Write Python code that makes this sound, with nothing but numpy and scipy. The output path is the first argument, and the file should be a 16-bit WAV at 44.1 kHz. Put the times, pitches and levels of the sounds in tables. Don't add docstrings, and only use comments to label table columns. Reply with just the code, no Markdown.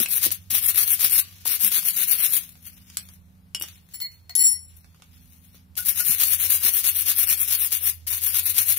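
import sys
import numpy as np
from scipy import signal
from scipy.fft import rfft, irfft, next_fast_len
from scipy.io import wavfile
from scipy.ndimage import uniform_filter1d, minimum_filter1d

SR = 44100
rng = np.random.default_rng(int(sys.argv[2]) if len(sys.argv) > 2 else 0)


def natural_amplitude(level_db):
    exponent = np.asarray(level_db, float) / 20
    return 10 ** exponent


def wrap_up_sound(samples):
    columns = np.atleast_2d(samples).T
    tamed = np.clip(columns, -1, 1)
    steps = np.round(tamed * 32767).astype(np.int16)
    wavfile.write(sys.argv[1], SR, steps)


N = 387198


def evened(x):
    return x / np.sqrt(np.mean(abs(x) ** 2) + 1e-20)


def read(points, hz):
    f, value = np.transpose(points)
    return np.interp(np.log(hz + 1), np.log(f + 1), value)


def add(mix, s, sound):
    part = mix[..., round(s * SR):][..., :sound.shape[-1]]
    part += sound[..., :part.shape[-1]]


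def filtered(x, gain):
    size = next_fast_len(N)
    return irfft(rfft(x, size) * gain(np.fft.rfftfreq(size, 1 / SR)), size)[..., :N]


def pair(a, b, same):
    likeness = lambda hz: np.clip(read(same, hz), -1, 1)
    shared = filtered(a, likeness)
    own = filtered(b, lambda hz: np.sqrt(1 - likeness(hz) ** 2))
    return np.array([a, shared + own])


def over_time(points):
    s, db = np.transpose(points)
    return natural_amplitude(np.interp(np.arange(N) / SR, s, db))


def waver(hz, width_hz, t, steadiness):
    ticks = np.arange(t[0], t[-1] + .01, .001)
    r = np.exp(-np.pi * width_hz / 1000)
    pushes = [1, 1j] @ rng.standard_normal((2, len(ticks) + 500))
    slow = evened(signal.lfilter([1], [1, -2 * r, r * r], pushes)[500:])
    slow = slow / (abs(slow) + .05) ** steadiness
    carrier = np.exp(2j * np.pi * hz * t)
    return evened((np.interp(t, ticks, slow) * carrier).real)


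def crack(length_s, tilt_db):
    t = np.arange(2048) / SR
    burst = rng.standard_normal((2, 2048)) * (np.exp(-t / length_s) + 0.29 * np.exp(-t / 0.008))
    burst[1] = 0.32 * burst[0] + 1.24 * burst[1]
    hz = np.fft.rfftfreq(2048, 1 / SR)
    slope = natural_amplitude(tilt_db * np.log2(hz / 3000 + 0.045))
    colour = slope * hz / (hz + 600) / (1 + (hz / 13000) ** 6)
    burst = irfft(rfft(np.roll(burst, 64, 1)) * colour)[:, 64:]
    return burst / abs(burst.mean(0)).max()


def brush():
    # hz, density_db
    wire_colour = [(4120, -53.5), (7000, -24), (7550, -24.5), (8240, -13), (10000, -3), (12000, 0),
                   (14100, -2.5), (15100, 0), (16000, -9)]
    # hz, density_db
    body_colour = [(150, -31.5), (250, -13.5), (430, -21.5), (800, -17.5), (2400, -3), (3300, -2.5),
                   (5000, -0.5), (6800, -1.5), (7600, -8.5), (9880, -27), (16700, -120)]
    # hz, width_hz, level_db
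    part_modes = [(1460, 90, -2), (2830, 180, 2), (3880, 130, -5), (5560, 200, -6), (6670, 120, -4),
                  (6970, 80, -4)]
    # hz, likeness
    near_same = [(300, 0.68), (2000, 1), (2800, 0.2), (3400, .55), (4500, -0.38), (6400, -0.18),
                 (9000, 0.025)]
    tufts_db = 2.8 * evened(uniform_filter1d(rng.standard_normal(N), 100))
    clumps_db = 1.98 * evened(uniform_filter1d(rng.standard_normal(N), 600))
    snap_db = 1.1 * np.minimum(rng.exponential(1, N), 4)
    snapping = rng.random(N) < 6000 / SR
    sizes = natural_amplitude(tufts_db + clumps_db) * natural_amplitude(snap_db) * snapping
    wire = rng.integers(0, 6, N)
    quivers = rng.standard_normal((6, 2, 256)) * np.exp(-np.arange(256) / (0.00087 * SR))
    quivers = irfft(rfft(quivers) / abs(rfft(quivers)))
    a, b = 0, 0
    for k, quiver in enumerate(quivers):
        flicks = sizes * (wire == k) * rng.choice([-1, 1], N)
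        left, right = signal.oaconvolve([flicks], quiver, axes=1)[:, :N]
        a, b = a + left, b + right
    snaps = pair(a, b, near_same)
    ring = lambda hz: sum(natural_amplitude(db) / (1 + ((hz - f) / (width / 2)) ** 2) for f, width, db in part_modes)
    wires = evened(filtered(snaps, lambda hz: natural_amplitude(read(wire_colour, hz))))
    body = evened(filtered(snaps, lambda hz: natural_amplitude(read(body_colour, hz)) * (1 + .5 * ring(hz))))
    wire_gain = over_time(stroke_points(0.94, 0)) + rubbing(0)
    body_gain = over_time(stroke_points(0.88, 0.99)) + rubbing(0.7)
    return natural_amplitude(2.5) * wires * wire_gain + natural_amplitude(1.0) * body * body_gain


def stroke_points(turn_share, with_body):
    # start_s (full speed), held_s, level_db, slowing_db (at the turn before)
    strokes = [ (0.001, 0.031, -17.5, 6), (.113, .067, -20, -27), (.231, 0.037, -16, -27),
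               (.319, 0.0066, -22.5, -56), (.347, 0.0068, -31, -13.5), (.506, 0.081, -21, -15),
               (.643, 0.053, -17.5, -18.5), (.775, 0.054, -18, -19.5), (.88, 0.065, -16.5, -21),
               (1.006, 0.052, -16.5, -29), (1.134, 0.064, -15.5, -17.5), (1.454, 0.11, -22, -62),
               (1.611, 0.068, -17.5, -26), (1.723, 0.063, -20, -20), (1.865, 0.026, -18, -17.5),
               (1.971, .063, -20, -18.5), (2.098, 0.03, -15.5, -21.5), (2.219, 0.03, -18, -13.5),
               (2.338, 0.042, -19, -11.5),
               (5.772, 0.026, -26.5, -11), (5.876, .035, -19, -18), (5.977, 0.028, -18.5, -24),
            (6.073, 0.055, -17, -16), (6.203, 0.025, -17.5, -16.5), (6.315, 0.028, -16, -9),
            (6.414, 0.043, -18.5, -18), (6.503, 0.056, -17, -17), (6.648, 0.04, -16, -16.5),
            (6.737, 0.065, -18.5, -11), (6.851, 0.047, -17.5, -17), (6.966, 0.051, -20.5, -18),
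            (7.074, 0.042, -17.5, -21), (7.179, 0.053, -16.5, -20), (7.301, 0.026, -19, -14.5),
            (7.397, 0.031, -20, -12), (7.508, 0.044, -21, -13.5), (7.606, 0.065, -19.5, -13.5),
            (7.72, 0.05, -20.5, -23), (7.842, 0.058, -18, -22), (8.073, 0.11, -25.5, -11),
            (8.237, 0.048, -20, -21.5), (8.348, 0.049, -18, -15), (8.443, 0.061, -20.5, -21),
            (8.575, 0.046, -18, -17.5), (8.681, .05, -17, -20), (8.79, .01, -17.5, -17)]
    pause_s, land_s, lift_s = .13, 0.0055, 0.016
    push_db, pull_db = -9.5, -12.5
    rows = strokes
    points, end, count = [], -1, 0
    for (s, hold, db, turn_db), after in zip(rows, rows[1:] + [(N, 0, 0, 0)]):
        landing = s - end > pause_s
        count = 0 if landing else count + 1
        top = db + with_body * (pull_db if count % 2 else push_db)
        turn = s - land_s if landing else end + 0.4 * (s - end)
        if landing:
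            points.append((turn - .002, -120))
        points += [(turn, top + turn_share * turn_db), (s, top)]
        end = min(s + hold, after[0] - .005)
        points.append((end, top))
        if after[0] - end > pause_s:
            points += [(end + lift_s, top - 20), (end + 2 * lift_s, -120)]
    return points


def rubbing(with_body):
    # peak_s, swell_s, fade_s, level_db, body_db (against the wires)
    rubs = [(.372, .01, 0.51, -55.5, -2.5), (1.235, .01, 0.74, -49.5, 1), (2.405, .02, 0.15, -36, -10.5),
            (2.672, .06, 0.07, -38, -11.5), (2.76, .5, 0.8, -60.5, -0.5), (2.951, .25, 0.034, -56, 3.5),
            (3.0, .01, 0.13, -47, -2.5), (3.16, .3, 0.017, -56.5, -11.5), (3.66, .05, 0.17, -47, 0),
            (3.78, .2, 0.023, -61, 9), (3.931, .15, .02, -58, -1), (4.116, .04, 0.15, -58, 1),
            (4.7, .05, 0.15, -64.5, 3.5), (4.765, .004, 0.072, -50.5, -22), (4.92, .5, 0.51, -72, 7),
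            (5.175, .25, 0.084, -64, 4), (5.31, .3, 0.17, -57.5, -8.5), (5.449, .2, .2, -57, -8),
            (5.553, .06, 0.074, -51.5, -0.5), (7.93, .01, 0.075, -37, -41), (8.0, .3, .3, -70, 13.5)]
    span_db = -25
    t = np.arange(0, N, 32) / SR
    gain = 0
    for s, swell, fade, db, body_db in rubs:
        away = np.where(t < s, (s - t) / swell, (t - s) / fade)
        gain = gain + natural_amplitude(db + with_body * body_db + span_db * away)
    return np.repeat(gain, 32)[:N]


def tufts():
    # start_s, peak_db, brightness_db_per_octave
    releases = [(0.059, -15, 2), (0.306, -16.5, 0.5), (0.507, -43, -5), (0.993, -19, 2), (1.4571, -24, -2),
                (1.5654, -26, 1), (1.717, -34, 0.5), (1.829, -19, 2), (6.959, -14, 7), (5.7542, -35, 4),
                (5.7816, -35, -4), (6.272, -11, 11), (6.3845, -21, 10), (6.4803, -18, 11),
                (6.616, -23.5, 2), (8.0711, -33.5, 12), (8.104, -29, 7), (8.1322, -17, -1)]
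    out = np.zeros((2, N))
    for s, db, tilt_db in releases:
        add(out, s, natural_amplitude(db) * crack(0.0014, tilt_db))
    return out


def knocks():
    # start_s, peak_db, pitch_hz, t60_s
    blows = [(.004, -29, 246, 0.061), (0.061, -13, 2610, 0.0084), (0.264, -29, 310, 0.041),
             (0.527, -39, 150, 0.044), (1.22, -56, 1150, 0.56), (1.457, -25.5, 985, 0.011),
             (1.639, -40.5, 195, 0.15), (1.78, -40, 275, 0.026), (2.321, -49.5, 167, 0.026),
             (3.547, -51, 720, 0.025), (3.61, -40.5, 327, 0.032), (4.294, -51.5, 700, 0.062),
             (5.787, -34, 1470, 0.095), (5.816, -53, 1440, .08), (5.999, -33.5, 1450, 0.084),
             (6.095, -35, 146, 0.052), (6.65, -41.5, 260, 0.039)]
    partials = ((1, 5.5), (0.72, -16.5), (1.3, -2.5), (1.5, -1.0))
    out, t = np.zeros((2, N)), np.arange(SR // 2) / SR
    for s, db, hz, t60 in blows:
        ring = 0
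        for k, d in partials:
            if k == 1 or hz < 1000:
                ring = ring + natural_amplitude(d - 60 * t * k / t60) * np.sin(2 * np.pi * hz * k * t)
        add(out, s, natural_amplitude(db) * ring * (1 - np.exp(-t / 0.00081)))
    return out


def ratchet():
    # start_s, peak_db, ring_db (from the crack), brightness_db_per_octave
    blows = [
        (3.548, -11, -0.5, 3),
        (3.599, -18.5, -24, 12),
        (3.612, -15, -7, 1),
        (3.6229, -6, -18, 6.5),
        (3.637, -21.5, -14, -2),
    ]
    # pitch_hz, level_db, t60_s
    bar_modes = [(1100, -38, 0.076), (2920, -8.5, 0.067), (3200, -24, 0.076), (4330, -19, 0.024),
                 (5400, -10.5, 0.043), (7240, -21, 0.067)]
    out, t = np.zeros((2, N)), np.arange(SR // 2) / SR
    for s, db, ring_db, tilt_db in blows:
        where = rng.standard_normal(len(bar_modes))
        ring = 0
        for w, (hz, d, t60) in zip(where, bar_modes):
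            ring = ring + natural_amplitude(d + 2 * w - 60 * t / t60) * np.sin(2 * np.pi * hz * t)
        add(out, s, natural_amplitude(db + ring_db) * ring)
        add(out, s, natural_amplitude(db) * crack(0.0012, tilt_db))
    return out


def floor_ticks():
    # start_s, peak_db, brightness_db_per_octave
    touches = [(2.5546, -38.5, -1.5), (2.9005, -27, 1), (2.9706, -7.5, 5.5), (3.088, -31, 0.5),
               (3.8887, -40, 2), (3.9437, -29.5, 2.5), (4.0021, -24, 3.5), (4.119, -42.5, 3),
               (4.2955, -24.5, -0.5), (4.3526, -3, 9.5), (4.4042, -13, 18), (4.429, -13, 9),
               (4.7615, -51, 0.5), (4.8444, -41, -3), (4.946, -43, -3.5), (4.9994, -45, -5.5),
               (5.0216, -32, -2.5), (5.5458, -43, -7)]
    out = np.zeros((2, N))
    for s, db, tilt_db in touches:
        add(out, s, natural_amplitude(db) * crack(0.0014, tilt_db))
    return out


def spanner():
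    # pitch_hz, width_hz
    bar_hz = [
        [(900, 90), (2000, 70), (2137, 70), (3005, 60), (4312, 14)],
        [(7325, 25)],
        [(5519, 14), (9388, 20), (10270, 20)],
        [(11178, 25), (13545, 30), (15447, 30)],
    ]
    bar_db = [
        [-36, -12.5, -14, -17.5, -0.5],
        [0],
        [-7.5, -11, 0],
        [0, -15.5, 0],
    ]
    best_place = [
        [0.12, 0.098, 0.045, 0.3, 0.044],
        [0.52],
        [0.66, 0.9, .72],
        [1, 0.68, .25],
    ]
    family_t60 = [0.078, 0.057, 0.13, 0.064]
    out, rocking = np.zeros((2, N))
    span = slice(round(3.9 * SR), round(5.0 * SR))
    t = np.arange(N)[span] / SR
    for modes, levels, places, t60 in zip(bar_hz, bar_db, best_place, family_t60):
        for (hz, width), db, best in zip(modes, levels, places):
            out[span] += natural_amplitude(db) * waver(hz, width, t, 0.74) * ringing(best, t60, t)
    chatter_db = 3 * evened(uniform_filter1d(rng.standard_normal(N), 300))
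    out *= natural_amplitude(chatter_db)
    rocking[span] = ringing(0.68, .06, t)
    grit_colour = lambda hz: hz ** 2 / (hz ** 2 + 4000 ** 2) / (1 + (hz / 13000) ** 4)
    grit = evened(filtered(rng.standard_normal((2, N)), grit_colour))
    bar = np.array([np.roll(out, 8), out])
    return natural_amplitude(6.5) * bar + natural_amplitude(-21) * grit * rocking


def ringing(best, t60, t):
    # start_s, slide_s, force_db, place (0-1 along the bar)
    contacts = [(3.936, 0.017, -39.5, 0.34), (3.94, 0.098, -51.5, 0.96), (4.002, 0.014, -33, 0.23),
                (4.018, 0.036, -36.5, 0), (4.118, .03, -70, 0.2), (4.293, .014, -43, 0.08),
                (4.352, 0.04, -31, 0.48), (4.353, 0.1, -24, 1), (4.39, 0.026, -22, 0.43),
                (4.435, .034, -19.5, 0.55), (4.465, 0.064, -22, 0.85), (4.5, 0.044, -44, 0.16)]
    away_db, grip_s = -45, 0.0027
    free_db, free_t60 = -20.5, 0.5
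    power = 0
    for s, slide, db, place in contacts:
        after = np.maximum(t - s - slide, 0)
        tail = natural_amplitude(-60 * after / t60) + natural_amplitude(free_db - 60 * after / free_t60)
        drive = natural_amplitude(db + away_db * abs(place - best))
        power = power + (drive * tail * np.clip((t - s) / grip_s, 0, 1)) ** 2
    return np.sqrt(power)


def garage(x):
    # hz, t60_s
    decay = [(300, 0.13), (3000, 0.2), (12000, 0.094)]
    taps = rng.standard_normal((2, SR // 2)) * (rng.random((2, SR // 2)) < .05)
    taps[:, :150] = 0
    hz, t, z = signal.stft(taps, SR, nperseg=256)
    dying = natural_amplitude(-60 * t / read(decay, hz)[:, None])
    tail = signal.istft(z * dying, SR, nperseg=256)[1]
    return signal.fftconvolve(x, tail / np.linalg.norm(tail[0]), axes=1)[:, :N]


def motors():
    # start_s, slower_db, faster_db, rasp_db (exhaust of both)
    load = np.array([
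        (0.0, -52, -57, -58),
        (0.32, -55, -47, -62.5),
        (1.98, -58, -61.5, -59),
        (3.94, -51.5, -59.5, -61.5),
        (4.25, -51, -63, -70.5),
        (5.2, -54.5, -72, -59),
        (5.94, -53.5, -53.5, -61),
        (6.89, -46, -55, -63),
        (7.95, -49, -64.5, -69),
        (8.78, -52, -44, -62.5),
    ])
    slow, fast = [82.4, 93.4]
    slow_gain, fast_gain, rasp = (over_time(load[:, [0, k]]) for k in (1, 2, 3))
    lines = [(slow, slow_gain), (fast, fast_gain), (2 * slow, rasp), (2 * fast, rasp),
             (3 * slow, natural_amplitude(-7.5) * rasp)]
    t = np.arange(N) / SR
    return sum(gain * waver(hz, 1.39, t, 0.41) for hz, gain in lines)


def outdoor_wash():
    # hz, density_db
    air_colour = [(15, -29), (30, 7), (55, 20.5), (100, 20), (200, 10), (350, -0.5), (1000, -3.5),
                  (7500, -14.5), (14400, -9.5), (15300, -17.5), (15900, -25)]
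    # hz, likeness
    air_same = [(60, 0.4), (180, 1), (550, 0.1), (1650, -0.4), (4970, 0.5), (15000, -0.01)]
    noise = pair(*rng.standard_normal((2, N)), air_same)
    wash = filtered(noise, lambda hz: natural_amplitude(read(air_colour, hz)))
    return wash / np.std(filtered(wash[0], lambda hz: hz > 300)) * natural_amplitude(-69 + 4.5)


def scene():
    near = brush() + tufts() + knocks() + ratchet() + floor_ticks() + spanner()
    return near + natural_amplitude(-6.0) * garage(near) + motors() + outdoor_wash()


def drop_weak_bands(x):
    # hz, limit_db
    blanks = [(1500, -60), (2400, -14), (3000, -5), (4500, -3.5), (6500, -3), (7400, -3), (8600, -6),
              (9600, -14), (13000, -14), (14500, -9)]
    hz, t, z = signal.stft(x, SR, nperseg=2048, noverlap=1536)
    power = uniform_filter1d(abs(z.mean(0)) ** 2, 3, axis=1)
    band_db = 10 * np.log10(power[:1024].reshape(64, 16, -1).mean(1) + 1e-16)
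    jitter_db = 4.3 * evened(uniform_filter1d(rng.standard_normal(band_db.shape), 3, axis=1))
    limit_db = uniform_filter1d(band_db, 7, axis=0) + read(blanks, hz[8:1024:16])[:, None]
    keep = minimum_filter1d(1. * (band_db + jitter_db > limit_db), 3, axis=1)
    total_db = 10 * np.log10((abs(z[:, 50:]) ** 2).sum((0, 1)) + 1e-16)
    blow = np.pad(total_db[2:] - total_db[:-2], 1) > 9
    keep = np.maximum(keep, uniform_filter1d(1. * blow, 5) > 0)
    keep = np.pad(np.repeat(keep, 16, axis=0), ((0, 1), (0, 0)))
    return signal.istft(z * keep, SR, nperseg=2048, noverlap=1536)[1][:, :N]


def roll_off(x):
    return signal.sosfilt(signal.butter(12, 16820, fs=SR, output="sos"), x)


def record(dry):
    # hz, left_over_right_db
    port_db = [(90, -6.5), (150, 0.5), (2500, 2.5), (6500, -.5), (7800, 3.5), (8600, 10), (10000, 16),
               (12000, 21), (13500, 11.5), (15000, 4.5)]
    edge_hz, edge_width_hz = 15800, 400
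    ratio = lambda hz: natural_amplitude(-read(port_db, hz))
    left = lambda hz: 2 / (1 + ratio(hz)) ** (1 / 1.136)
    right = lambda hz: left(hz) * ratio(hz)
    ports = natural_amplitude(-3.5) * np.array([filtered(dry[0], left), filtered(dry[1], right)])
    edge = lambda hz: np.clip((edge_hz - hz) / edge_width_hz + .5, 0, 1) ** 2
    ports = filtered(np.tanh(ports), edge)
    return roll_off(drop_weak_bands(ports))


dry = scene()
out = record(dry)
wrap_up_sound(out)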